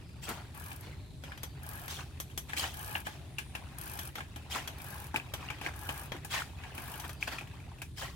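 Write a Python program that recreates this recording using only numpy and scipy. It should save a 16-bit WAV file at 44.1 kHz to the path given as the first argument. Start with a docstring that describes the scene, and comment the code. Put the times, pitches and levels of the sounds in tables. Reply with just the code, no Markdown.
"""Small bicycle with a swinging pedal

A small child's bicycle creeps along a paved path outdoors, with someone walking close behind.
The pedals swing backwards again and again: noise bursts tick as the freewheel, coloured noise rustles
as the chain, then the drive catches with a clank and steel rings. Loose parts rattle as short decaying
tones and bursts. Grainy noise makes scuffing soles and tyres, above a low rumble and faint thin buzzes.
"""
import sys
import numpy as np
from scipy import signal
from scipy.fft import rfft, irfft, next_fast_len
from scipy.io import wavfile
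from scipy.ndimage import uniform_filter1d, map_coordinates

SR = 44100
rng = np.random.default_rng(int(sys.argv[2]) if len(sys.argv) > 2 else 0)


def generate_wav(signal):
    """Clip the signal to [-1, 1] and save it as 16-bit WAV at the path in sys.argv[1]."""
    frames = np.transpose(np.atleast_2d(signal))
    scaled = np.clip(frames, -1, 1) * 32767
    pcm = np.round(scaled).astype(np.int16)
    wavfile.write(sys.argv[1], SR, pcm)


N = 359415  # length in samples


# backward pedal swings: (first tick [s], tick gap at full speed [s], time lost speeding up [s],
# time lost slowing [s], teeth [count], tick level [dB], chain level [dB])
PEDAL_SWINGS = [(.5485, .02, .0124, .0482, 11, -41.5, -49), (1.6323, .0203, .0211, .0258, 14, -38, -48.5),
                (2.7415, .0162, .0231, .011, 15, -36.5, -44.5), (3.7849, .0192, .0161, .0044, 15, -36, -47),
                (4.7848, .019, .0251, .0113, 14, -39.5, -48), (5.7621, .0177, .0204, .0099, 16, -38.5, -47),
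                (6.7509, .0195, .011, .0577, 17, -39, -47.5)]
# colour of one tick: (frequency [Hz], level [dB])
TICK_COLOUR = [(500, -38), (2500, -25), (4500, -8), (7200, -15.5), (8800, -2.5), (10200, -5), (11700, -1),
               (14000, -12), (16000, -3.5)]
# colour of the running chain: (frequency [Hz], level [dB])
CHAIN_COLOUR = [(100, -46), (300, -3), (520, -6.5), (750, 3), (1200, 1.5), (2000, -11.5), (3000, -8),
                (4200, -14), (7000, -14), (16000, -11)]
# rings of the chain guard and frame: (frequency [Hz], width [Hz], lift [dB])
GUARD_RINGS = [(849, 12, 11.5), (950, 160, 0), (1660, 270, 12), (2376, 360, 9), (3060, 170, 3.5)]


def freewheel():
    """In each swing the pawl drops over tooth after tooth, while the chain runs through its guard."""
    ticks, chain_level = np.zeros((2, N)), np.zeros(N)
    t = np.arange(N) / SR
    for first, gap, lead, lag, teeth, tick_db, chain_db in PEDAL_SWINGS:
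        tooth = np.arange(teeth)
        # the crank gathers speed over the first teeth and loses it over the last
        speeding_up = lead * (1 - np.exp(-tooth / 1.2))
        slowing_down = lag * np.exp((tooth - tooth[-1]) / 1.2)
        times = first + gap * tooth + speeding_up + slowing_down
        for s in times:
            tick = blow(lambda hz: along(TICK_COLOUR, hz),
                        attack=.0005, crack_t60=.016, ring_t60=.14, ring_db=-19)
            add(ticks, s - .0005, amp(tick_db + rng.normal(.5, 2)) * tick)
        # the chain is louder the faster the teeth pass
        speed = gap / np.gradient(times)
        run_times = [times[0] - .015, *times, times[-1] + .038]
        chain_level += amp(chain_db) * np.interp(t, run_times, [0, *speed, 0])
    links = noise(lambda hz: along(CHAIN_COLOUR, hz) + rings(GUARD_RINGS, hz), size=N, grit_db=-.5)
    chain = chain_level * patchy(links, depth_db=3, size=512)
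    return steel(ticks, ring_db=-8) + chain


# the drive catches: (time [s], level [dB], added bass [dB], added treble [dB])
DRIVE_CATCHES = [(1.2369, -43.5, 7, -8), (1.375, -47, 0, -8), (1.432, -35.5, 12, 0.5),
                 (1.8801, -39.5, 3, -8), (2.2002, -35.5, 9.5, 5), (2.376, -32.5, 8, 5),
                 (3.9895, -37, 4, -1), (4.1544, -37, 3, -11), (4.675, -36, 3.5, -5), (5.337, -33, 10.5, -4),
                 (6.119, -34, 10, -14), (6.998, -41.5, -16, -2), (7.093, -40, 8, -4.5)]
# colour of a clank: (frequency [Hz], level [dB])
CLANK_COLOUR = [(150, -0.5), (700, 0.5), (2000, 8.5), (4000, 3.5), (7000, 1.5), (10000, 1), (13000, 5),
                (16000, -7)]


def clanks():
    """Slack is taken up: chain and pawl hit the sprocket."""
    out = np.zeros((2, N))
    for s, db, knock_db, treble_db in DRIVE_CATCHES:
        colour = lambda hz: along(CLANK_COLOUR, hz) + tone(hz, knock_db, treble_db)
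        clank = blow(colour, attack=.00044, crack_t60=.025, ring_t60=.13, ring_db=-3.5)
        add(out, s, amp(db) * clank)
    return steel(out, ring_db=-7)


# rings of pawl and sprocket: (frequency [Hz], level [dB], time to fade by 60 dB [s])
STEEL_RINGS = [(3020, -2, 0.053), (3283, 4, 0.04), (5740, 5, 0.025), (6150, 2.5, .06), (8400, -6, 0.067),
               (10100, -3, 0.06), (10750, -20, .04), (11620, -0.5, .05), (11780, -0.5, 0.037),
               (12600, -11, 0.035), (14170, -3, .05), (14450, 0, .05)]


def steel(x, ring_db):
    """Every blow on the hub sets the same steel modes ringing."""
    t = np.arange(SR // 8) / SR
    ring = np.zeros((2, len(t)))
    for hz, db, t60 in STEEL_RINGS:
        phase = rng.uniform(0, 2 * np.pi, (2, 1))  # each ear has its own
        ring += amp(db - 60 * t / t60) * np.sin(2 * np.pi * hz * t + phase)
    ring *= 1 - np.exp(-t / .00029)
    ring /= np.linalg.norm(ring[0])
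    return x + amp(ring_db) * signal.fftconvolve(x, ring, axes=1)[:, :N]


# the loudest rattles of loose parts: (time [s], frame level [dB], clack level [dB], clack pitch [Hz],
# added bass in the frame [dB], added treble in the frame [dB])
LOUD_RATTLES = [(0.2781, -44, -38, 1530, 34, 5), (0.2887, -33, -40, 2120, 29, 33.5),
                (0.7152, -39, -38, 2440, 13.5, 13), (1.318, -39.5, -35, 1590, 6, 0),
                (2.5326, -33.5, -23, 1800, 10, 8), (2.9519, -26, -26, 2800, 6, -9),
                (3.0662, -30, -30, 1660, 18, 12), (3.3831, -29.5, -26, 2750, -1.5, 8.5),
                (3.5501, -32, -29.5, 2700, 8.5, 9), (4.2042, -36, -37, 1710, 9, 3),
                (4.359, -38, -43, 3200, 15.5, 14.5), (5.1416, -28, -32, 1680, 25, 9),
                (5.1593, -34, -17, 2490, 6, 16.5), (5.1981, -41, -30.5, 2570, 3, -22),
                (5.4867, -44, -30.5, 2800, 3, -4), (5.5007, -31.5, -29, 2440, 10, 5.5),
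                (5.612, -36, -35, 2630, 15.5, 12), (5.662, -34, -24.5, 2190, 12, -22),
                (5.6852, -42, -32, 1520, 23, 15), (5.89, -29, -29, 2930, 13, 9),
                (6.246, -36.5, -63, 1610, 20.5, 26), (6.419, -43, -26, 1420, -8, 12),
                (6.635, -40, -38, 2310, -4, 1), (6.779, -37, -33.5, 2580, 18, 13),
                (7.226, -34.5, -19.5, 2430, 3, 9), (7.2763, -37.5, -34, 1520, 18, 15),
                (7.3837, -35, -33, 2520, -10, 4.5), (7.409, -40, -35, 2460, 23, 13),
                (7.8171, -35.5, -31, 2510, 9, 17), (8.023, -48, -31.5, 1650, 12, 10)]


def rattles():
    """Loose fittings clack as the wheels cross joints."""
    out = np.zeros((2, N))
    for s, *hit in LOUD_RATTLES:
        add(out, s - TOUCH_S + .0006, rattle(*hit))
    return out


TOUCH_S, TOUCH_DB = .006, -23  # a light touch this long before the clack; level against the clack
BOUNCE_S, BOUNCE_DB = .022, -18.5  # middle delay of the bounce; level against the clack
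# colour of the shaken frame: (frequency [Hz], level [dB])
FRAME_COLOUR = [(120, -24), (270, 11), (500, 0), (800, 12), (1800, 9), (3200, 11.5), (4500, 2), (8000, -3),
                (12000, -4.5), (16000, -11)]


def rattle(frame_db, clack_db, ring_hz, knock_db, treble_db):
    """A loose fitting touches, clacks and bounces at its own pitch, and shakes the frame."""
    peak_s = .00083  # time for each clack to swell to its peak
    t = np.arange(SR // 4) / SR - TOUCH_S
    bounce_s = BOUNCE_S * rng.uniform(.5, 1.5)
    clack = np.zeros(len(t))
    for s, db in [(-TOUCH_S, TOUCH_DB), (0, 0), (bounce_s, BOUNCE_DB)]:
        since = np.maximum(t - s, 0)
        swell = since / peak_s * np.exp(1 - since / peak_s)
        clack += amp(db) * swell * np.sin(2 * np.pi * ring_hz * since)
    modes = GUARD_RINGS + [(ring_hz, 400, 6)]
    colour = lambda hz: along(FRAME_COLOUR, hz) + rings(modes, hz) + tone(hz, knock_db, treble_db)
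    frame = blow(colour, attack=.0016, crack_t60=.028, ring_t60=.17, ring_db=-7.5)
    # the frame answers the clack, not the light touch before it
    frame = np.pad(frame, [(0, 0), (round(TOUCH_S * SR), 0)])[:, :len(t)]
    return amp(clack_db) * clack + amp(frame_db) * frame


CHATTER_PER_S = 6
CHATTER_DB, CHATTER_SPREAD_DB = 2.5, 7  # level over the tyres, and its scatter
CHATTER_HZ, CHATTER_SPREAD_OCT = 2470, .344  # middle pitch, and its scatter in octaves
# how loudly the tyres roll, also followed by the chatter: (time [s], level [dB])
ROLL_LEVEL = [(0, -61.5), (.6, -59), (1.1, -70), (1.55, -57.5), (2.3, -60.5), (3.35, -65), (3.62, -54.5),
              (4.28, -60.5), (4.65, -53), (5.27, -57.5), (5.45, -46.5), (5.78, -57), (6.55, -54),
              (6.75, -49.5), (7.15, -56.5), (7.38, -55.5), (7.7, -58), (8.15, -75)]


def chatter():
    """Small rattles come at random, as strong as the rolling that shakes them loose."""
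    out = np.zeros((2, N))
    count = int(CHATTER_PER_S * N / SR)
    for k, (late, strength, pitch) in enumerate(rng.standard_normal((count, 3))):
        s = (k + late / 2) / CHATTER_PER_S
        roll_db = np.interp(s, *np.transpose(ROLL_LEVEL))
        db = roll_db + CHATTER_DB + CHATTER_SPREAD_DB * np.clip(strength, -2, 1)
        ring_hz = CHATTER_HZ * 2 ** (CHATTER_SPREAD_OCT * pitch)
        add(out, s, rattle(db, db + 1, ring_hz, knock_db=11.5, treble_db=12.5))
    return out


# soles scuff on gritty pavers: (loudest moment of the drag [s], rise [s], fall [s], drag level [dB],
# rasp pitch [Hz], added bass [dB], hiss level [dB], time the hiss comes before the drag [s])
SOLE_SCUFFS = [(.294, 0.027, .14, -36.5, 1420, 4.5, -44, 0.055),
               (.87, 0.085, 0.29, -51, 2250, 9, -57, 0.034), (1.271, 0.058, 0.26, -51.5, 2370, 5, -68, .02),
               (2.005, .04, 0.055, -42.5, 1520, 0, -39.5, 0.093),
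               (2.503, .019, .05, -45, 3260, -3, -50, .005),
               (2.64, 0.024, 0.071, -33, 1860, -1, -32, 0.056), (3.09, .05, 0.54, -52, 680, 6, -48, 0.028),
               (4.187, 0.015, 0.042, -41, 775, 4, -54, .02),
               (4.56, 0.025, 0.083, -33.5, 1020, -3, -38.5, 0.039),
               (5.17, 0.019, 0.035, -36, 2450, 0, -60, .02),
               (5.672, 0.051, 0.053, -37.5, 1590, 4, -53, .04),
               (6.155, 0.044, 0.08, -45, 1150, 13, -75, .03),
               (6.35, 0.026, 0.046, -32, 1840, -9, -37, 0.029),
               (6.39, 0.055, 0.056, -33.5, 1800, -7, -52, 0.025),
               (7.055, 0.022, 0.032, -41, 2530, 4, -69, 0.018),
               (7.281, 0.0093, 0.04, -35, 1700, -2, -46.5, 0.058),
               (7.327, .02, 0.094, -39.5, 1390, -1.5, -48.5, .01),
               (7.549, 0.027, 0.08, -50, 1140, 16, -81, .02),
               (8.028, 0.022, 0.1, -38, 1080, -2, -40.5, 0.041)]
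# the sole's own broad resonance: (frequency [Hz], width [Hz], lift [dB])
SOLE_BODY = [(1590, 2100, 2.5)]


def scuffs():
    """A sole skims the grit with a hiss, then takes weight and drags with a rasp."""
    out, t = np.zeros((2, N)), np.arange(-SR // 6, SR // 3) / SR

    def swell(u, rise, fall):
        """Level in dB around the loudest moment, 20 dB down after one rise or fall time."""
        return -20 * np.where(u < 0, (u / rise) ** 2, u / fall)

    for s, rise, fall, drag_db, rasp_hz, bass_db, hiss_db, lead in SOLE_SCUFFS:
        hiss = grit(db_per_oct=5, rasp_hz=3210, size=len(t))
        hiss = amp(hiss_db + swell(t + lead, rise=.024, fall=.15)) * hiss
        drag = grit(db_per_oct=.26, rasp_hz=rasp_hz, size=len(t), body=SOLE_BODY, bass_db=bass_db)
        drag = amp(drag_db + swell(t, rise, fall)) * drag
        add(out, s + t[0], hiss + drag)
    return out


def tyres():
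    """The tyres crunch unevenly over the same grit."""
    roll_db, = curves(ROLL_LEVEL)
    uneven_db = 1.5 * wobble(12)
    return amp(roll_db + uneven_db) * grit(db_per_oct=-1.5, rasp_hz=2560, size=N)


# colour of grit on stone: (frequency [Hz], level [dB])
GRIT_COLOUR = [(100, -15), (280, -2), (480, -7), (780, 2), (1300, -3.5), (1900, -3), (3000, -5),
               (4500, -11), (7800, -16.5), (10000, -19), (16000, -22)]


def grit(db_per_oct, rasp_hz, size, body=(), bass_db=0):
    """Grit on stone: a grainy rasp with one strong pitch."""
    modes = [(rasp_hz, .11 * rasp_hz, 6), *body]

    def colour(hz):
        """Level in dB at each pitch: the grit, tilted, with more or less bass and its resonances."""
        tilt = db_per_oct * np.log2(np.clip(hz, 600, 6000) / 2000)
        bass = bass_db / (1 + (hz / 650) ** 4)
        return along(GRIT_COLOUR, hz) + tilt + bass + rings(modes, hz)

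    return patchy(noise(colour, size=size, grit_db=2.5), depth_db=4, size=384)


REST_HZ, GLIDE_S = 3750, .55  # pitch the thin buzzes slide towards, and how slowly
BUZZ_HALF_WIDTH_HZ, BUZZ_EDGE_S = 190, .04  # half the width of a buzz; its fade in and out
# faint thin buzzes: (start [s], length [s], starting pitch [Hz], level [dB])
SLIDING_BUZZES = [(0, .5, 5100, -69.5), (.8, .4, 4300, -68), (1.2, .42, 5300, -68.5), (2.1, .45, 3700, -76),
                  (5.25, .4, 5100, -74), (7.15, .25, 4750, -61.5)]
# the higher buzz: (time [s], level [dB])
HIGH_BUZZ_LEVEL = [(0, -78), (1.5, -77), (3, -76), (3.45, -67), (4, -74), (8.15, -75)]


def thin_buzzes():
    """Thin buzzes: narrow noise on a sliding tone, mostly sinking; another swells and fades, higher up."""
    out, t = np.zeros((2, N)), np.arange(SR) / SR
    for s, length, start_hz, db in SLIDING_BUZZES:
        hz = REST_HZ + (start_hz - REST_HZ) * np.exp(-t / GLIDE_S)
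        carrier = np.sin(2 * np.pi * np.cumsum(hz) / SR)
        band = noise(lambda f: -10 * np.log10(1 + (f / BUZZ_HALF_WIDTH_HZ) ** 4), size=len(t))
        hold = np.clip(np.minimum(t, length - t) / BUZZ_EDGE_S, 0, 1)
        add(out, s, amp(db) * hold * unit(band * carrier))
    high = noise(lambda f: -10 * np.log10(1 + ((f - 9450) / 220) ** 4), size=N)
    flutter, swell = amp(2 * wobble(14)), amp(2 * wobble(4))
    high_db, = curves(HIGH_BUZZ_LEVEL)
    return flutter * out + amp(high_db) * swell * high


# colour of the low rumble: (frequency [Hz], level [dB])
RUMBLE_COLOUR = [(10, -80), (25, -46), (40, -14.5), (62, -2), (80, 2), (100, -4), (135, -2.5), (195, -15.5),
                 (300, -18.5), (420, -22), (560, -47), (920, -120)]
# colour of the open air: (frequency [Hz], level [dB])
AIR_COLOUR = [(200, 6.5), (350, -14), (600, 2), (1000, -38), (2000, -24), (3600, -3), (5500, -13.5),
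              (8000, -11.5), (12000, -16), (16000, -30)]


def outdoors():
    """A steady low rumble under soft open air, both coloured noise that sways a little in level."""
    rumble = noise(lambda hz: along(RUMBLE_COLOUR, hz), size=N)
    air = noise(lambda hz: along(AIR_COLOUR, hz), size=N, grit_db=3)
    air = patchy(air, depth_db=2.2, size=2048)
    return amp(-47 + .2 * wobble(5)) * rumble + amp(-62 + 1.1 * wobble(3.5)) * air


# how long the echo lasts: (frequency [Hz], time to fade by 60 dB [s])
YARD_FADE = [(200, 0.43), (2000, 0.14), (12000, 1)]


def yard(x):
    """Ground and trees scatter a short tail: noise that fades at its own pace at each pitch."""
    hz, t, z = signal.stft(rng.standard_normal((2, SR // 2)), SR, nperseg=256)
    fade = amp(-60 * t / along(YARD_FADE, hz)[:, None])
    tail = signal.istft(z * fade, SR, nperseg=256)[1]
    return signal.fftconvolve(x, tail / np.linalg.norm(tail[0]), axes=1)[:, :N]


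def blow(colour_db, attack, crack_t60, ring_t60, ring_db):
    """A contact: a short crack, then the dense ring of the part (times in s)."""
    t = np.arange(SR // 4) / SR
    fade = amp(-60 * t / crack_t60) + amp(ring_db - 60 * t / ring_t60)
    return noise(colour_db, size=len(t)) * fade * (1 - np.exp(-t / attack))


def tone(hz, knock_db, treble_db):
    """A heavy contact has more bass, a hard one more treble."""
    return knock_db / (1 + (hz / 1200) ** 4) + treble_db / (1 + (4500 / (hz + 1)) ** 4)


def rings(modes, hz):
    """dB lift of a set of resonances."""
    return sum(db / (1 + (2 * (hz - centre) / width) ** 2) for centre, width, db in modes)


# how alike the two ears hear noise: (frequency [Hz], likeness [0 to 1])
EAR_LIKENESS = [(25, 0.31), (60, 0.94), (250, 0.86), (800, 0.63), (1500, 0.42), (2600, 0.21), (4500, 0.13),
                (9000, 0.022)]


def noise(colour_db, size, grit_db=0):
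    """Stereo noise of rms 1; grit_db breaks it into grains of uneven loudness before it is coloured."""
    m = next_fast_len(size)
    hz = np.fft.rfftfreq(m, 1 / SR)
    grain_db = grit_db * np.clip(rng.standard_normal(m // 48 + 1), -2, 2)
    grains = np.repeat(amp(grain_db), 48)[:m]  # each grain lasts 48 samples
    # the less alike the ears, the more goes to the side signal
    turn = np.arccos(np.clip(along(EAR_LIKENESS, hz), -1, 1)) / 2
    spectrum = rfft(grains * rng.standard_normal((2, m))) * amp(colour_db(hz))
    mid, side = irfft(spectrum * [np.cos(turn), np.sin(turn)], m)[:, :size]
    return unit(np.array([mid + side, mid - side]))


def patchy(x, depth_db, size):
    """Small patches of time and pitch swell and sink at random; size is the analysis window in samples."""
    z = signal.stft(x, nperseg=size)[2]
    field = rng.standard_normal(z.shape[1:])
    for axis in (0, 1):
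        field = uniform_filter1d(field, size=3, axis=axis)
    shaped = signal.istft(z * amp(depth_db * unit(field)), nperseg=size)[1]
    return unit(shaped[:, :x.shape[1]])


def amp(db):
    """Turn dB into a plain factor."""
    return 10 ** (np.asarray(db) / 20)


def unit(x):
    """Scale to an rms of 1."""
    return x / np.sqrt(np.mean(x ** 2) + 1e-20)


def along(points, hz):
    """Read a curve of (Hz, value) points on a log axis."""
    f, v = np.transpose(points)
    return np.interp(np.log(hz + 1), np.log(f + 1), v)


def curves(rows):
    """One value per sample for each column after the time."""
    s, *cols = np.transpose(rows)
    return [np.interp(np.arange(N) / SR, s, c) for c in cols]


def wobble(rate):
    """A smooth random curve, rate knots a second."""
    knots = rng.standard_normal(int(N * rate / SR) + 4)
    return map_coordinates(knots, [np.arange(N) * rate / SR])


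def add(track, s, sound):
    """Mix a sound into a track at time s."""
    start = max(round(s * SR), 0)
    part = sound[:, :max(N - start, 0)]
    track[:, start:start + part.shape[1]] += part


# where the bicycle is: (time [s], lead of the left ear [samples])
BICYCLE_BEARING = [(0, 11.5), (2.2, 12), (3.9, 16.5), (4.9, 8), (5.6, 4), (5.9, 7), (6.8, 5), (7.3, -1.5),
                   (8.15, 5)]


def scene():
    """The bicycle starts on the left and later comes nearer the middle; scuffs and tyres get no ear delay."""
    left, right = freewheel() + clanks() + rattles() + chatter()
    lead, = curves(BICYCLE_BEARING)
    right = map_coordinates(right, [np.arange(N) - lead], order=5)  # the right ear hears it later
    bicycle = np.array([left, right]) * amp([[1.3], [-1.4]])  # left and right balance in dB
    ground = (scuffs() + tyres()) * amp([[.7], [-.8]])
    near = bicycle + ground
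    far = thin_buzzes() + outdoors()
    return near + amp(-20) * yard(near) + far


def record(dry):
    """Nothing is kept at or above the band limit."""
    top_hz = 15950
    m = next_fast_len(N + SR // 2)
    keep = np.fft.rfftfreq(m, 1 / SR) < top_hz
    return irfft(rfft(dry, m) * keep, m)[:, :N]


dry = scene()
out = record(dry)
generate_wav(out)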